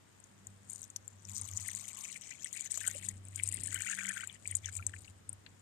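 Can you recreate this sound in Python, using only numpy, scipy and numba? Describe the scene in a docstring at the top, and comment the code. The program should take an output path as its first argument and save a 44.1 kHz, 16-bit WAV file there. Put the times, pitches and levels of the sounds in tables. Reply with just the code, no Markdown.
"""A watering can sprinkles small plastic pots of wet soil outdoors, close to one end of a phone.
Drops on leaves and mud are short sine ticks with a noisy tail; bubbles in the puddle are longer, rising sines.
A far machine hum of two wavering partials sits over open-air rumble and hiss made of filtered noise.
The near (left) microphone port is lifted around 3 and 8 kHz; the far port hears the water late, dull and weak."""
import sys
import numpy as np
from scipy import signal
from scipy.fft import rfft, irfft, next_fast_len
from scipy.io import wavfile
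from scipy.ndimage import uniform_filter1d
from numba import njit

SR = 44100
rng = np.random.default_rng(int(sys.argv[2]) if len(sys.argv) > 2 else 0)


def int16_out(signal):
    """Quantize to a 16-bit WAV file."""
    q = np.round(np.clip(np.atleast_2d(signal).T, -1, 1) * 32767)
    wavfile.write(sys.argv[1], SR, q.astype(np.int16))


N = 247401

# base level of the hum, which the gusts follow too: (time [s], level [dB])
HUM_LEVEL = [(0, -73), (.4, -69), (.48, -57.5), (.65, -67), (1.12, -62.5), (1.27, -57), (1.63, -54.5),
             (2.05, -76.5), (2.6, -75), (2.8, -59.5), (3.5, -47.5), (3.8, -53), (3.9, -70.5), (4.38, -64),
             (4.47, -56), (4.8, -49.5), (5.26, -66), (5.3, -49), (5.38, -64.5)]
PORT_LAG = 26  # samples that sound needs along the phone


def undb(db):
    """Decibels to amplitude."""
    return 10 ** (np.asarray(db) / 20)


def curves(table):
    """Columns of a table after the time, one value per sample."""
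    s, *columns = np.transpose(table)
    return [np.interp(np.arange(N) / SR, s, column) for column in columns]


def colour(x, points):
    """Filter through (frequency [Hz], gain [dB]) points, joined on a log frequency axis."""
    hz, db = np.transpose(points)
    size = next_fast_len(N)
    log_hz = np.log(np.fft.rfftfreq(size, 1 / SR) + 1)
    gain = undb(np.interp(log_hz, np.log(hz), db))
    return irfft(rfft(x, size) * gain, size)[:N]


def unit(x):
    """Scale to rms 1."""
    return x / np.sqrt(np.mean(x ** 2))


def walk(rate):
    """Random level that ramps to a new value `rate` times a second; rms 1."""
    hold = int(SR / rate)
    steps = np.repeat(rng.standard_normal(N // hold + 1), hold)
    return unit(uniform_filter1d(steps, hold)[:N])


def water():
    """Ticks of impact, fine spray and bubbles: a statistical shower plus the loudest single drops."""
    tick_gain, bubble_gain, tick_pitch = swings()
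    shower = sprinkle(tick_gain, tick_pitch)
    puddle = puddle_bubbles(bubble_gain)
    return shower + puddle + gurgling() + loud_drops()


def swings():
    """Gain of ticks and bubbles, and tick pitch: drops gather before a swing, pour steadily, trail weakly, stop."""
    # swings of the can over the pot: (start [s], end [s], trails on until [s], tick level [dB],
    # bubble level [dB], tick pitch [factor: low on mud, high on leaves])
    swing_table = [(0.692, 0.85, .93, -53, -77, 1.07), (1.283, 1.602, 1.58, -45, -65.5, 0.96),
                   (1.58, 2.184, 2.2, -44.5, -57.5, 0.98), (2.208, 2.499, 2.5, -51, -59.5, 0.91),
                   (2.528, 2.68, 2.7, -44.5, -51, 1.006), (2.702, 2.808, 2.82, -41, -54.5, 0.96),
                   (2.806, 2.915, 2.93, -39, -46, 1.02), (2.916, 3.118, 3.19, -46, -54.5, 1.114),
                   (3.354, 3.406, 3.43, -45, -48.5, 1.1), (3.424, 3.693, 3.69, -43.5, -52.5, 1.15),
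                   (3.706, 4.248, 4.37, -41.5, -44, 1.03), (4.453, 4.586, 4.62, -50, -62, 1.06),
                   (4.637, 4.699, 4.73, -47.5, -54.5, 0.92), (4.722, 4.781, 5.11, -43.5, -62.5, 1.07)]
    lead_db, lead_db_per_s = -13.5, 96  # first drops before a swing, and how fast they gather
    trail_db, edge_s = -15.5, 0.015  # last drops after a swing; smoothing of all edges
    t = np.arange(N) / SR
    start, end, trail, tick_db, bubble_db, pitch = np.transpose(swing_table)[:, :, None]
    lead = undb(lead_db - lead_db_per_s * (start - t))
    tail = undb(trail_db) * (t < trail)
    shape = np.where(t < start, lead, np.where(t < end, 1, tail))
    gains = []
    for db in (tick_db, bubble_db):
        loudest = (shape * undb(db)).max(axis=0)
        gains.append(uniform_filter1d(loudest, int(edge_s * SR)))
    return *gains, pitch[shape.argmax(axis=0), 0]


def sprinkle(tick_gain, tick_pitch):
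    """Each drop sounds a tick, a bright edge of spray and a lower slap at once."""
    spray_db, slap_db = -9, -12.5  # against the ticks
    dribble_db = -72.5  # what drips on from the rose between swings
    drops = rng.random((4500, 2)).T
    ticks = rain(count=4500, low_hz=6200.0, high_hz=9100.0, spread_db=5.5, cycles=2.7, glide=1.0,
                 sag=tick_pitch, drops=drops)
    spray = rain(count=4500, low_hz=10010.0, high_hz=14000.0, spread_db=5., cycles=2.5, glide=1, drops=drops)
    slap = rain(count=4500, low_hz=3600., high_hz=6200., spread_db=5., cycles=2.8, glide=1, drops=drops)
    # the jets break up unevenly, so drops come in bunches
    bunch = undb(2.4 * walk(70))
    mist = undb(3 * walk(25))
    impacts = bunch * (tick_gain + undb(dribble_db)) * (ticks + undb(slap_db) * slap)
    return impacts + mist * np.sqrt(bunch) * tick_gain * undb(spray_db) * spray


def puddle_bubbles(bubble_gain):
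    """Trapped air rings and rises in pitch as it nears the surface; a deep puddle is louder and lower."""
    sag = 1 / (1 + 55 * bubble_gain)  # deeper water traps larger bubbles
    bubbles = rain(count=3200, low_hz=1850., high_hz=4600., spread_db=4., cycles=3.2, glide=1.05,
                   sag=sag, tilt_db=12)
    return bubble_gain * undb(2.9 * walk(60)) * bubbles


def gurgling():
    """A dense gurgle of low, rising bubbles near 1 kHz."""
    # (start [s], end [s], level [dB])
    start, end, db = (1.314, 2.12, -61.5)
    # negative spread: most bubbles equally loud, a few weaker
    gurgle = rain(count=1500, low_hz=832.0, high_hz=1180.0, spread_db=-5.0, cycles=2.66, glide=1.1)
    fade = curves([(start - .05, 0), (start + 0.021, 1), (end - .05, 1), (end + 0.036, 0)])[0]
    return fade * undb(db) * gurgle


def loud_drops():
    """The loudest ticks and bubbles with their droplets, and heavy low drops on mud."""
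    # levels are those of one grain before splatter and port colour
    # loudest ticks: (splash time [s], peak level [dB], starting pitch [Hz])
    tick_table = [(0.2005, -40.5, 8300), (0.239, -37.5, 6800), (0.4686, -29, 7230), (0.6977, -27, 7400),
                  (0.7065, -27.5, 8100), (0.7175, -34, 7600), (0.7315, -26.5, 8400), (0.749, -38, 6960),
                  (0.7585, -27, 7000), (0.8165, -30, 8240), (0.829, -29, 6400), (0.84, -31, 6100),
                  (0.9007, -31.5, 7150), (0.9616, -16.5, 6300), (1.0777, -28, 7440), (1.251, -30, 6300),
                  (1.3796, -23.5, 7900), (1.4124, -21, 8900), (1.5718, -19.5, 7100), (1.6818, -18, 8900),
                  (1.7486, -23.5, 7200), (2.4441, -20.5, 8000), (2.5282, -22.5, 7050),
                  (2.6075, -20.5, 7360), (2.7177, -15.5, 8160), (2.774, -17, 7350), (2.8755, -11.5, 7600),
                  (3.0863, -15, 7900), (3.251, -33.5, 8500), (3.2841, -32.5, 8250), (3.3585, -19.5, 7900),
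                  (3.4346, -13, 8460), (3.4745, -19.5, 8800), (3.488, -17, 7800), (3.5236, -20.5, 8200),
                  (3.5426, -17, 8800), (3.6346, -19.5, 8540), (3.6585, -23, 7860), (3.6707, -18, 9300),
                  (3.7275, -23, 7750), (3.7438, -14, 8350), (3.8193, -19, 8050), (3.8972, -20, 6770),
                  (4.0904, -16.5, 8500), (4.2725, -25, 7750), (4.4744, -18, 8100), (4.5113, -20, 9500),
                  (4.551, -12.5, 7300), (4.5669, -21, 7850), (4.6574, -18, 6580), (4.7358, -31, 7950),
                  (4.7665, -17.5, 8340), (4.8653, -13.5, 7770), (5.2924, -20.5, 8890), (5.3294, -26, 10100)]
    # loudest bubbles: (start [s], peak level [dB], starting pitch [Hz])
    bubble_table = [(1.6872, -27.5, 1870), (2.0507, -34, 2190), (2.16, -33, 2140), (2.4446, -37.5, 3060),
                    (2.459, -32.5, 1900), (2.5676, -33, 2160), (2.813, -34, 1750), (2.842, -31.5, 1794),
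                    (2.947, -45, 532), (3.398, -27, 2140), (3.8064, -29.5, 1780), (3.9022, -27.5, 1690),
                    (3.9314, -25, 1640), (3.9865, -22, 1670), (4.052, -25, 1750), (4.1028, -24, 1695),
                    (4.297, -37.5, 3400), (4.4552, -35, 2270), (4.507, -40, 1930), (4.524, -35, 1970),
                    (4.6448, -36, 3270), (4.6857, -29, 1520), (4.7947, -33, 1316), (4.75, -51, 2430),
                    (4.8257, -37.5, 2240), (4.894, -40.5, 1690), (4.938, -30.5, 1610),
                    (4.9638, -40.5, 2300), (5.046, -40, 4400), (5.079, -44, 2676), (5.464, -36, 3900),
                    (5.465, -44, 1760)]
    # heavy drops on mud: (start [s], peak level [dB])
    thud_table = [(2.775, -30), (2.876, -33.5)]
    ticks = splashes(tick_table, count=5, spread_s=.007, drop_db=4, scatter_db=15,
                     low_hz=6500, high_hz=12500, cycles=3., glide=.98, delay_s=0.0011)
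    bubbles = splashes(bubble_table, count=4, spread_s=.02, drop_db=10, scatter_db=10,
                       low_hz=1700, high_hz=2900, cycles=2.6, glide=1.035)
    s, db = np.transpose(thud_table)
    thuds = grains(s, db, np.full(len(s), 1100.), cycles=0.45, glide=1)
    return ticks + bubbles + thuds


def splashes(table, count, spread_s, drop_db, scatter_db, low_hz, high_hz, cycles, glide, delay_s=0):
    """A loud drop, delay_s after the splash time, sounds among smaller droplets, some of them earlier."""
    s, db, hz = np.transpose(table)
    late, weak, pitch = rng.random((len(s), count, 3)).T
    droplet = np.arange(count)[:, None] > 0  # row 0 is the loud drop itself
    s = s + delay_s + droplet * spread_s * (late - .4)
    db = db - droplet * (drop_db + scatter_db * weak)
    hz = np.where(droplet, low_hz + (high_hz - low_hz) * pitch, hz)
    return grains(s.ravel(), db.ravel(), hz.ravel(), cycles, glide)


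def rain(count, low_hz, high_hz, spread_db, cycles, glide, sag=np.ones(N), tilt_db=0, drops=None):
    """Drops at random (or given) places and size ranks; sag scales pitch over time, tilt weakens highs; rms 1."""
    place, rank = rng.random((count, 2)).T if drops is None else drops
    pitch = rng.random(count)
    # with a positive spread most drops are small and a few large
    db = np.minimum(-spread_db * np.log(1 - rank), 2.9 * spread_db) - tilt_db * pitch
    hz = low_hz * (high_hz / low_hz) ** pitch * sag[(place * N).astype(int)]
    return unit(grains(place * N / SR, db, hz, cycles, glide))


def grains(s, db, hz, cycles, glide):
    """Rings whose length and glide vary at random around the given ones."""
    length_chance, glide_chance = rng.standard_normal((len(s), 2)).T
    start = (s * SR).astype(np.int64)
    cycles = cycles * np.exp(0.27 * length_chance)
    return ring(N, start, 1. 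* hz, cycles, glide ** np.abs(glide_chance), undb(db))


@njit
def ring(n, start, hz, cycles, glide, size):
    """Sines that swell for some cycles, then fade; pitch multiplies by glide in each such span."""
    out = np.zeros(n)
    for k in range(len(start)):
        swell = cycles[k] / hz[k]  # seconds
        phase = 0.
        for i in range(start[k], min(n, start[k] + int(6 * swell * SR))):
            t = (i - start[k]) / SR / swell
            phase += 2 * np.pi * hz[k] * glide[k] ** t / SR
            out[i] += size[k] * (t * np.exp(1 - t)) ** 2 * np.sin(phase)
    return out


def splatter(x, t60_s, db, count=4):
    """Pot walls and leaves scatter each drop into a short noisy tail, which hops at random among a few noise tails."""
    t = np.arange(SR // 20) / SR
    tails = rng.standard_normal((count, len(t))) * 10 ** (-3 * t / t60_s)
    tails = tails / np.sqrt(np.sum(tails[0] ** 2))
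    # draw a tail every 256 samples, with short crossfades
    spot = np.repeat(rng.integers(0, count, N // 256 + 1), 256)[:N]
    share = np.array([uniform_filter1d(1. * (spot == k), size=128) for k in range(count)])
    wet = signal.oaconvolve(x * share, tails, axes=1)
    return x + undb(db) * wet.sum(axis=0)[:N]


def water_at_ports(drops):
    """Splatter and colour of the water at each port; it reaches the far one later."""
    # how each port colours the water: (frequency [Hz], gain [dB])
    near_port = [(1700, -3), (3000, 4.5), (4000, -2), (5500, -3), (7500, 1.5), (8600, 2), (10500, -9.5),
                 (14100, -7.5), (14700, -20), (15700, -17)]
    far_port = [(600, -2), (1700, -19.5), (3000, -15), (4000, -16.5), (8000, -32.5), (10000, -37),
                (14000, -41), (14700, -67)]
    near = splatter(drops, t60_s=.028, db=-8)
    far = splatter(drops, t60_s=.06, db=2.5)
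    return np.array([colour(near, near_port), colour(np.roll(far, PORT_LAG), far_port)])


def hum():
    """Two wavering partials of a far machine; a passing lower neighbour beats with the fundamental."""
    # base pitch: (time [s], frequency [Hz])
    pitch_table = [(1.9, 98.4), (2.6, 96.58)]
    # base level of the octave partial: (time [s], level [dB])
    octave_table = [(0.0, -87), (0.51, -68), (1.14, -83.5), (1.27, -64), (2.62, -80.5), (3.12, -61),
                    (3.25, -94), (4.08, -58.5), (4.22, -70), (5.61, -99)]
    # the slightly lower tone that comes and goes: (deepest dip [s], lasts +- [s],
    # distance below the hum at the dip [Hz], drift of that distance [Hz/s], level against the hum [dB])
    beat_table = [(1.48, 0.28, 9, 8.9, -1), (4.743, 0.53, 9.05, 18, -1.5)]
    hz = curves(pitch_table)[0] * (1 + 0.0035 * walk(7.2))
    low_db = curves(HUM_LEVEL)[0] + 1.6 * walk(24)
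    octave_db = curves(octave_table)[0] + 3.2 * walk(26)
    port_phase = np.array([[0], [.3]])  # radians
    phase = 2 * np.pi * np.cumsum(hz) / SR + port_phase
    low = np.sin(phase)
    for s, span, below, drift, db in beat_table:
        t = np.arange(N) / SR - s
        lag = 2 * np.pi * (below * t + drift * t ** 2 / 2)
        low -= undb(db) * np.exp(-(t / span) ** 2) * np.sin(phase - lag)
    partials = undb(low_db) * low + undb(octave_db) * np.sin(2 * phase)
    return np.sqrt(2) * partials * undb([[.6], [-.6]])  # near port slightly louder


def gusts():
    """The lowest rumble, band-passed noise, swells with the hum; partly unrelated at the ports."""
    noise = rng.standard_normal((3, N))
    band = signal.butter(2, [36, 230], "band", fs=SR, output="sos")
    low = signal.sosfilt(band, noise[0] + .5 * noise[1:])
    return unit(low) * undb(0.71 * curves(HUM_LEVEL)[0] - 28.0 + 3.5 * walk(11))


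def air(shared):
    """Distant rumble and hiss whose shared part (a power fraction) reaches the far port first."""
    # open air as each port hears it: (frequency [Hz], density [dB per Hz])
    near_spectrum = [(25, -112), (60, -93), (150, -88.5), (400, -98.5), (850, -102), (1800, -102),
                     (4800, -111), (7500, -104), (10500, -118), (14100, -120), (14800, -138)]
    far_spectrum = [(25, -113), (60, -99), (150, -89.5), (400, -99), (1000, -100), (8000, -116),
                    (14100, -121), (14800, -138)]
    common, left, right = rng.standard_normal((3, N)) * np.sqrt(SR / 2)  # 0 dB per Hz
    shared = np.clip(shared, 0, 1)
    near = np.sqrt(shared) * np.roll(common, PORT_LAG) + np.sqrt(1 - shared) * left
    far = np.sqrt(shared) * common + np.sqrt(1 - shared) * right
    return np.array([colour(near, near_spectrum), colour(far, far_spectrum)])


def scene():
    """Water, hum, gusts and open air at the near and far port."""
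    return water_at_ports(water()) + hum() + gusts() + air(shared=0.21)


def record(dry):
    """The phone cuts the top with a steep low-pass at 15.7 kHz."""
    return signal.sosfilt(signal.ellip(10, .2, 70, 15700, fs=SR, output="sos"), dry)


dry = scene()
out = record(dry)
int16_out(out)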